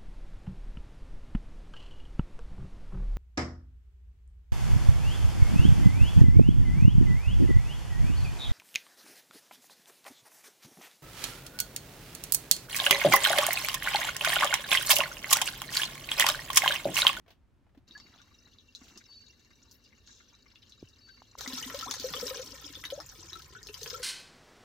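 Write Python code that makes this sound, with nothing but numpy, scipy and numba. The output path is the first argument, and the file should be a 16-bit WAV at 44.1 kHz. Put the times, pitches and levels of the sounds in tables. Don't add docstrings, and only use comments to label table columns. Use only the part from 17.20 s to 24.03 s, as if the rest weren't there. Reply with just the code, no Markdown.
import sys
import numpy as np
from scipy import signal
from scipy.fft import rfft, irfft
from scipy.io import wavfile
from numba import njit

SR = 44100
rng = np.random.default_rng(int(sys.argv[2]) if len(sys.argv) > 2 else 0)


def digitize_waveform(pressure):
    field = np.atleast_2d(pressure).T
    bounded = np.clip(field, -1, 1)
    quanta = np.round(bounded * 32767).astype(np.int16)
    wavfile.write(sys.argv[1], SR, quanta)


N = 301110
TIME = np.arange(N) / SR
FOUNTAIN_S, CLOSE_S = .675, 4.18

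# (time [s], level [dB])
SPILL = [(4.25, -49.5), (4.36, -46), (4.4, -46), (4.68, -51.5), (4.95, -45), (5.05, -44), (5.3, -53.5),
         (5.57, -55.5), (6.24, -59.5), (6.45, -63), (6.65, -50), (6.83, -52.5)]
# (frequency [Hz], gain [dB])
SPRAY_EQ = [(1350, -34), (2300, -3), (2510, -11), (3050, -6.5), (3870, -5), (4550, -8), (5220, -3),
            (6760, -4.5), (8840, -9), (10300, -15.5), (13600, -4.5), (15100, -6), (16000, -19)]
BUBBLING_EQ = [(380, -52), (650, -30), (705, -8), (1040, 3), (1140, -7.5), (1310, 3), (1660, -3.5),
               (1970, -4), (2150, -6.5), (2600, -18), (3380, -31), (5720, -120)]
CHURN_EQ = [(180, -29.5), (300, -29), (334, -52), (388, 2), (549, 0.5), (720, -28), (940, -36),
            (1580, -120)]


def jet(full_spill_db=-45):
    spill_db = curve(SPILL) - full_spill_db
    fizz = level(swarm(1500, 2343, 7290, cycles=58, spread_db=7.5))
    patter = level(swarm(3500, 2430, 7650, cycles=20, spread_db=7.5, clump_s=.0015))
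    spray = colour(reverb(fizz + patter, t60=.023, wet_db=-2.5), SPRAY_EQ)
    mist = swarm(5200, 7550, 18500, cycles=39, spread_db=6.5, width=1.94, clump_s=.0015)
    mist = colour(reverb(mist, t60=.035, wet_db=11), SPRAY_EQ)
    bubbling = swarm(900, 646, 2640, cycles=23.4, spread_db=4.5)
    bubbling = colour(reverb(bubbling, t60=.044, wet_db=0), BUBBLING_EQ)
    churn = colour(swarm(470, 301.4, 763, cycles=11.7, spread_db=5.5, width=.49), CHURN_EQ)
    drops = drips()
    thrum = swarm(130, 138, 205, cycles=15, spread_db=3.5, width=.33)
    # (layer, level at full spill [dB], growth [dB per dB of spill], pan [dB])
    layers = [(spray, -41.8, 1, 2), (mist, -49, 1.14, -.8), (bubbling, -50.3, .8, 1.2),
              (drops, -58.5, .71, 1), (churn, -50.5, 1.5, 3.5), (thrum, -61, 1.7, 0)]
    out = np.zeros((2, N))
    for layer, db, growth, pan_db in layers:
        add(out, 0, level(layer, db) * undb(growth * spill_db), pan_db)
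    return out * after(CLOSE_S)


def drips():
    drops = swarm(110, 1000, 5200, cycles=69, spread_db=3, width=.36, per_drop=1)
    return level(reverb(drops, t60=.12, wet_db=-8))


# (time [s], plink pitch [Hz], plink level [dB], spatter level [dB], relative body level [dB])
SPLASHES = [(.71, 3770, -39.5, -66, -60), (0.777, 4480, -58, -43.5, -57), (.8, 3800, -49, -42, -45),
            (1.017, 3800, -50, -48.5, -63), (1.3855, 3800, -43.5, -62, -72), (1.55, 3920, -35.5, -36, -62),
            (2.875, 4240, -51, -44, -51.5), (3.151, 3920, -49.5, -50.5, -72),
            (3.357, 2760, -48.5, -46, -61), (3.428, 3500, -59, -49, -76), (3.522, 3900, -42.5, -47, -72),
            (4.2084, 4280, -46, -26, -31), (4.261, 3700, -44, -47, -26.5), (4.2764, 4530, -50, -25.5, -39),
            (4.3328, 3480, -44, -30.5, -52), (4.428, 2910, -29, -41, -45), (4.499, 3050, -43, -41, -27.5),
            (4.545, 4900, -50, -30.5, -44), (4.5897, 3960, -31.5, -32, -58),
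            (4.611, 3980, -38, -26.5, -32.5), (4.7106, 4140, -37, -21.5, -28),
            (4.739, 4630, -43, -26.5, -30), (4.798, 4180, -55, -25, -53), (4.937, 3440, -27.5, -29.5, -26),
            (4.9653, 3100, -27, -48, -46), (4.998, 4100, -38, -30, -32.5), (5.0797, 3860, -27, -29.5, -53),
            (5.17, 3600, -36, -29, -57), (5.553, 3480, -32, -40, -58), (5.6387, 1980, -31, -31.5, -45),
            (5.652, 3700, -26.5, -27.5, -33), (5.702, 3020, -37, -29, -47),
            (5.8016, 5250, -33.5, -37, -31.5), (5.891, 5620, -38.5, -46, -55),
            (6.131, 3835, -28.5, -42, -65), (6.221, 5670, -53, -39, -64), (6.43, 4900, -40.5, -40.5, -63),
            (6.4703, 4070, -53, -32, -67), (6.4878, 2610, -37, -44, -66), (6.542, 3900, -38.5, -30.5, -63),
            (6.631, 4420, -48, -27, -62), (6.66, 3110, -36, -33, -33.5), (6.7, 5060, -31.5, -31.5, -54),
            (6.7045, 3760, -46, -28, -38)]


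def splashes(spatter_ratio=1.142, spread=1.451, highest_hz=7300):
    out = np.zeros((2, N))
    for s, hz, plink_db, spatter_db, body_db in SPLASHES + stray_splashes():
        top_hz = min(hz * spatter_ratio * spread, highest_hz)
        spatter = burst(top_hz / spread ** 2, top_hz, t60=.0044, spread_s=.0014)
        body = burst(807, 2190, t60=.018, spread_s=.001634)
        mist = burst(9200, 19000, t60=.005, spread_s=.002, width=7)
        mist_db = spatter_db + (-12 if s > CLOSE_S else -24)
        add(out, s, undb(plink_db) * ring(hz, t60=.02, glide_per_s=6), pan_db=1)
        add(out, s, undb(spatter_db) * spatter, pan_db=3.5)
        add(out, s, undb(body_db - 6.5) * body, pan_db=4)
        add(out, s, undb(mist_db) * mist, pan_db=3)
    return reverb(out, t60=.088, wet_db=-3)


def stray_splashes(per_s=12, lo_hz=3050, hi_hz=4630, over_stream_db=10.5, scatter_db=1):
    span_s, rows = TIME[-1] - FOUNTAIN_S, []
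    for when, pitch, force in rng.random((int(per_s * span_s), 3)):
        s = FOUNTAIN_S + when * span_s
        stream_db = curve(SPILL, s) if s > CLOSE_S else curve(TRICKLE, s) + TRICKLE_TRIM_DB
        db = stream_db + over_stream_db + scatter_db * (2 * force - 1)
        rows.append((s, lo_hz * (hi_hz / lo_hz) ** pitch, db - 3.5, db, db - 12))
    return rows


# (time [s], pitch [Hz], level [dB], glide [share of pitch per s])
GULPS = [(.751, 1664, -45, 2.5), (3.888, 1542, -51.5, 1.5), (4.438, 1987, -42, 2.5),
         (4.543, 540, -30.5, 2.5), (4.625, 1276, -34.5, 4), (4.661, 738, -37.5, 12.5),
         (4.672, 1002, -33, 17), (4.842, 491, -24, 3), (4.936, 1146, -34, 3.5), (4.945, 470, -36, 5),
         (5.027, 475, -27, 2), (5.108, 501, -30, 3.5), (5.17, 471, -37, -1.5), (5.193, 488, -31, 4.5),
         (5.723, 522, -26.5, 6), (5.777, 530, -34, 8.5), (5.79, 793, -42, 3.5), (6.154, 1330, -41.5, -1),
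         (6.351, 1442, -39, 2), (6.729, 470, -35.5, 4), (6.742, 1312, -37, 3), (6.798, 485, -37, 1.5)]


def gulps(twin_ratio=1.18, twin_late_s=.0056, twin_db=-16.5, pan_db=3.5):
    out = np.zeros((2, N))
    for (s, hz, db, glide), chance in zip(GULPS, rng.random(len(GULPS))):
        t60 = .091 * (503 / hz) ** .22
        add(out, s, undb(db) * ring(hz, t60, glide), pan_db)
        twin = undb(db + twin_db) * ring(hz * twin_ratio, t60 / 2)
        add(out, s + twin_late_s * (.5 + chance), twin, pan_db)
    return reverb(out, t60=.066, wet_db=1)


# (time [s], relative level [dB])
DRUMMING = [(4.2, -54.5), (4.9, -51.5), (5.2, -63), (5.4, -50), (5.65, -67.5), (6.12, -59.5), (6.4, -68.5),
            (6.57, -51.5), (6.83, -68)]
# (time [s], level [dB])
GLUGS = [(4.273, -32.5), (4.331, -33), (4.461, -33.5)]


def bottle(empty_hz=256.6, fill_start_s=5.05, fill_share_per_s=.432, drops_per_s=45):
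    filled = np.clip(fill_share_per_s * (TIME - fill_start_s), 0, .9)
    hz = empty_hz / np.sqrt(1 - filled)
    drops = rng.uniform(-.64, 1, N) * (rng.random(N) < drops_per_s / SR)
    hum = level(band(cavity(drops, hz, width_hz=32.), 270, 610), -2.9)
    out = np.zeros((2, N))
    add(out, 0, hum * undb(curve(DRUMMING)) * after(CLOSE_S), pan_db=3)
    for s, db in GLUGS:
        add(out, s, undb(db) * ring(np.interp(s, TIME, hz), t60=.12), pan_db=.5)
    return out


# (time [s], level before the trim [dB])
TRICKLE = [(0.8, -70.5), (0.88, -71), (1.52, -75.5), (1.62, -71), (2.76, -74.5), (3.01, -72), (3.24, -74.5),
           (4.1, -72.5)]
TRICKLE_TRIM_DB = 6.5
# (frequency [Hz], gain [dB])
TRICKLE_EQ = [(1350, -40), (2300, -7.5), (2490, -25.5), (2790, -4.5), (3370, -26.5), (3770, -5),
              (4440, -14), (6140, -11), (7700, -25.5), (9060, -27), (10100, -32.5), (12800, -21.5),
              (16000, -24.5)]


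def trickle(drips_db=-10):
    plinks = level(swarm(1200, 2343, 7780, cycles=100, spread_db=7, width=.41))
    patter = level(swarm(8000, 2405, 17300, cycles=17, spread_db=2, width=.57, clump_s=.0043), .23)
    fine = level(colour(reverb(plinks + patter, t60=.013, wet_db=-2), TRICKLE_EQ), .85)
    coarse = swarm(570, 917, 2206, cycles=11.4, spread_db=8.5, width=.42)
    coarse = level(reverb(coarse, t60=.04, wet_db=6), -6)
    stream = fine + coarse + undb(drips_db) * drips()
    out = np.zeros((2, N))
    add(out, 0, stream * undb(curve(TRICKLE) + TRICKLE_TRIM_DB), pan_db=2)
    return out * after(FOUNTAIN_S) * (1 - after(CLOSE_S))


# (time [s], length [s], band centre [Hz], level [dB])
FIZZ_SWELLS = [(1.558, .34, 6360, -66), (2.507, .095, 13300, -66), (2.83, .36, 3750, -66.5),
               (2.86, .21, 6020, -60)]


def fizz_swells(spread=1.2, clicks_per_s=1500):
    out = np.zeros((2, N))
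    for s, length, hz, db in FIZZ_SWELLS:
        progress = np.linspace(0, 1, int(length * SR))
        clicks = noise(len(progress), .75) * (rng.random(len(progress)) < clicks_per_s / SR)
        edges_hz = hz / spread, hz * spread
        fizz = level(band(band(clicks, *edges_hz), *edges_hz), db)
        add(out, s, fizz * np.sin(np.pi * np.sqrt(progress)), pan_db=2.5)
    return out


# (time [s], relative level [dB], grit send [dB], decay t60 [s])
STEPS = [(.061, -55, -27, 0.12), (.078, -50.5, -19.5, 0.13), (.465, -58.5, -33, 0.074),
         (.547, -58, -22.5, 0.087), (1.613, -57.5, -13, .07), (1.655, -60.5, -6, 0.1)]
# (frequency [Hz], gain [dB])
GRIT_EQ = [(1500, -9), (2800, 11.5), (6000, 0), (7500, -10), (10500, -12), (13500, -4.5), (16000, -6)]


def footsteps(attack_s=.0012, toe_s=.026, toe_db=-4, heel_grit_db=6, toe_grit_db=15):
    t = np.arange(SR // 5) / SR
    scuffs, grit = np.zeros((2, 2, N))
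    for s, db, grit_db, t60 in STEPS:
        for late_s, part_db, grind_db in ((0, 0, heel_grit_db), (toe_s, toe_db, toe_grit_db)):
            press = undb(db + part_db) * decay(t, t60) * (1 - np.exp(-t / attack_s))
            crumbs = noise(len(t), .32) * rng.exponential(1, len(t))
            scuff = undb(6.5) * band(crumbs, 400, 880) + undb(2) * band(noise(len(t), .34), 1500, 2240)
            add(scuffs, s + late_s, scuff * press, pan_db=2)
            crunch = noise(len(t), .76) * rng.exponential(1, len(t))
            add(grit, s + late_s, crunch * undb(grit_db + grind_db) * press)
    return scuffs + colour(grit, GRIT_EQ)


# (time [s], pitch [Hz], relative level [dB], decay t60 [s])
THUDS = [(.574, 272, -48, 0.042), (1.615, 254, -48, 0.041), (1.768, 263, -48.5, 0.032),
         (3.6274, 308, -26.5, 0.01), (3.635, 107, -39.5, 0.04), (4.0197, 940, -35, 0.0044),
         (4.153, 1030, -36, 0.0069)]


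def thuds():
    out = np.zeros((2, N))
    for s, hz, db, t60 in THUDS:
        add(out, s, undb(db + 9.5) * ring(hz, t60))
    return out


# (time [s], relative level [dB])
TICKS = [(1.5498, -34), (1.556, -32.5), (1.634, -40), (1.7742, -26), (2.512, -32.5), (2.6393, -41.5),
         (3.4945, -35.5), (3.687, -39)]


def plastic_ticks(t60=.072):
    out, t = np.zeros((2, N)), np.arange(SR // 20) / SR
    for s, db in TICKS:
        snap = band(noise(len(t), .43), 4500, 6480)
        sheen = undb(-21.5) * band(noise(len(t), 1), 8100, 16000)
        add(out, s, undb(db - 10) * (snap + sheen) * decay(t, t60), pan_db=2.5)
    return reverb(out, t60=.067, wet_db=-10)


# (time [s], rustle level [dB], decay t60 [s])
SHUFFLE = [(0.679, -61.5, 0.43), (0.761, -65, 1.55), (.93, -65, 0.38), (1.24, -64.5, 0.22),
           (1.625, -58, 0.61), (1.76, -54, 0.094)]


def shuffle(attack_s=.0048, scrape_db=-2.5):
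    effort = np.zeros(N)
    for s, db, t60 in SHUFFLE:
        t = np.maximum(TIME - s, 0)
        effort += undb(db) * (1 - np.exp(-t / attack_s)) * decay(t, t60)
    cloth = level(swarm(500, 147, 353, cycles=6.1, spread_db=-.5, width=.36))
    scrape = level(swarm(1100, 636, 2060, cycles=7.1, spread_db=5), scrape_db)
    return (cloth + scrape) * effort


# (time [s], length [s], pitch [Hz], level [dB])
WHISTLES = [(0.716, 0.11, 4520, -56.5), (1.875, 0.14, 4503, -52.5), (3.805, 0.153, 4507, -56)]


def bird(droop=.0036, waver=.0047, flutter_db=2.5, echo_s=.072, echo_db=-12):
    out = np.zeros((2, N))
    for s, length, hz, db in WHISTLES:
        progress = np.linspace(0, 1, int(length * SR))
        bend, swell = (np.interp(progress, np.linspace(0, 1, 20), row)
                       for row in rng.standard_normal((2, 20)))
        pitch = hz * (1 + droop * (.5 - progress) + waver * bend)
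        envelope = undb(db + flutter_db * swell) * np.sqrt(np.abs(np.sin(np.pi * progress)))
        note = envelope * np.sin(2 * np.pi * np.cumsum(pitch) / SR)
        add(out, s, note, pan_db=5)
        add(out, s + echo_s, note * undb(echo_db))
    return reverb(out, t60=.46, wet_db=-5, predelay_s=.0175)


# (frequency [Hz], gain [dB])
FOREST_EQ = [(13, -52), (22, -19), (69, -7), (126, -15.5), (201, -20.5), (356, -23.5), (420, -32),
             (877, -34.5), (1090, -36), (1220, -36.5), (2690, -44), (15000, -63.5)]
YARD_EQ = [(13, -50), (22, -16), (53, 1.5), (109, -1), (160, -12), (251, -3.5), (293, -10), (520, -16.5),
           (736, -26), (1040, -23.5), (1400, -27), (1820, -20), (3080, -120)]
RUMBLE_EQ = [(13, -81), (22, -42), (48, 3), (70, 0.5), (134, -3), (200, -16.5), (260, -66), (440, -120)]


def ambience():
    forest = level(colour(noise(N, .52), FOREST_EQ), -64.5)
    yard = level(colour(noise(N, .35), YARD_EQ), -65.5)
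    rumble = level(colour(noise(N, .19), RUMBLE_EQ), -59.5)
    return forest * (1 - after(FOUNTAIN_S)) + yard * after(FOUNTAIN_S) + rumble * after(CLOSE_S)


def swarm(per_s, lo_hz, hi_hz, cycles, spread_db, width=1., clump_s=.006, per_drop=3):
    drops = int(per_s * N / SR / per_drop)
    draws = rng.random((drops, 6 * per_drop + 2))
    when, force = (np.repeat(draws[:, k], per_drop) for k in (0, 1))
    delay, pitch, life, rise, pan, lag = draws[:, 2:].reshape(drops * per_drop, -1).T
    starts = (when * N - np.log(1 - delay) * clump_s * SR).astype(np.int64)
    hz = lo_hz * (hi_hz / lo_hz) ** pitch
    t60 = cycles * 2 ** (2 * life - 1) / hz
    gain = undb(spread_db * np.minimum(-np.log(1 - force), 4)) * hz / lo_hz
    return grains(starts, hz, t60, .13 * rise ** 2, gain, width * (pan - .5), 5 * width * (lag - .5))


@njit
def grains(starts, hz, t60, rise, gain, pan, lag):
    out = np.zeros((2, N))
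    for k in range(len(starts)):
        omega, damping = 2 * np.pi * hz[k] / SR, 6.9 / (t60[k] * SR)
        count = int(t60[k] * SR)
        phasor, step = gain[k] + 0j, np.exp(-damping + 1j * omega)
        glide = np.exp(1j * omega * rise[k] / (count + 1))
        ear_shift = np.exp(1j * omega * lag[k])
        mute, ease = 1., np.exp(-omega / 3)
        for i in range(starts[k], min(starts[k] + count, N)):
            out[0, i] += (1 - mute) * phasor.imag * (1 + pan[k])
            out[1, i] += (1 - mute) * (phasor * ear_shift).imag * (1 - pan[k])
            phasor, step, mute = phasor * step, step * glide, mute * ease
    return out


def burst(lo_hz, hi_hz, t60, spread_s, width=1., count=14):
    out = np.zeros((2, SR // 8))
    for pitch, delay, side in rng.random((count, 3)):
        late = -np.log(1 - delay)
        bubble = np.exp(-late / 2) * ring(lo_hz * (hi_hz / lo_hz) ** pitch, t60)
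        add(out, late * spread_s, bubble, pan_db=12 * width * (side - .5))
    return out / np.abs(out.mean(0)).max()


def ring(hz, t60, glide_per_s=0, attack_cycles=.95):
    t = np.arange(int(t60 * SR) + 2) / SR
    envelope = (1 - np.exp(-t * hz / attack_cycles)) * decay(t, t60)
    return envelope * np.sin(2 * np.pi * hz * t * (1 + glide_per_s * t / 2))


@njit
def cavity(x, hz, width_hz):
    out, phasor = np.zeros(N), 0j
    for i in range(N):
        phasor = phasor * np.exp((2j * hz[i] - width_hz) * np.pi / SR) + x[i]
        out[i] = phasor.imag
    return out


def reverb(x, t60, wet_db, predelay_s=.0027):
    t = np.arange(SR // 3) / SR
    scatter = band(rng.standard_normal((2, len(t))), 1200, 15000)
    tail = scatter * decay(t, t60) * (t > predelay_s)
    tail *= undb(wet_db) / np.sqrt(np.sum(tail ** 2) / 2)
    return x + signal.fftconvolve(x, tail, axes=1)[:, :N]


def colour(x, eq, size=8192):
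    hz, db = np.transpose(eq)
    grid = np.maximum(np.fft.rfftfreq(size, 1 / SR), 1)
    cepstrum = irfft(np.log(undb(np.interp(np.log(grid), np.log(hz), db))))
    cepstrum[1:size // 2] *= 2
    cepstrum[size // 2 + 1:] = 0
    return signal.fftconvolve(x, irfft(np.exp(rfft(cepstrum)))[None], axes=1)[:, :N]


def band(x, lo_hz, hi_hz):
    return signal.sosfilt(signal.butter(2, [lo_hz, hi_hz], "band", fs=SR, output="sos"), x)


def noise(size, width):
    mid, side = rng.standard_normal((2, size))
    return np.array([mid + width * side, mid - width * side]) / np.hypot(1, width)


def add(out, s, sound, pan_db=0):
    i = max(int(s * SR), 0)
    part = (sound * undb(np.array([[pan_db], [-pan_db]]) / 2))[:, :N - i]
    out[:, i:i + part.shape[1]] += part


def curve(table, s=TIME):
    return np.interp(s, *np.transpose(table))


def after(s):
    return np.clip((TIME - s) * 100 + .5, 0, 1)


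def decay(t, t60):
    return np.exp(-np.log(1000) * t / t60)


def level(x, db=0):
    return x * undb(db) / np.sqrt(np.mean(x ** 2))


def undb(db):
    return 10 ** (np.asarray(db) / 20)


def scene():
    foreground = trickle() + fizz_swells() + jet() + bottle() + gulps() + splashes()
    return foreground + ambience() + bird() + footsteps() + shuffle() + plastic_ticks() + thuds()


def record(dry, top_hz=15900):
    return signal.sosfilt(signal.ellip(10, .2, 70, top_hz, fs=SR, output="sos"), dry)


dry = scene()
out = record(dry)
digitize_waveform(out)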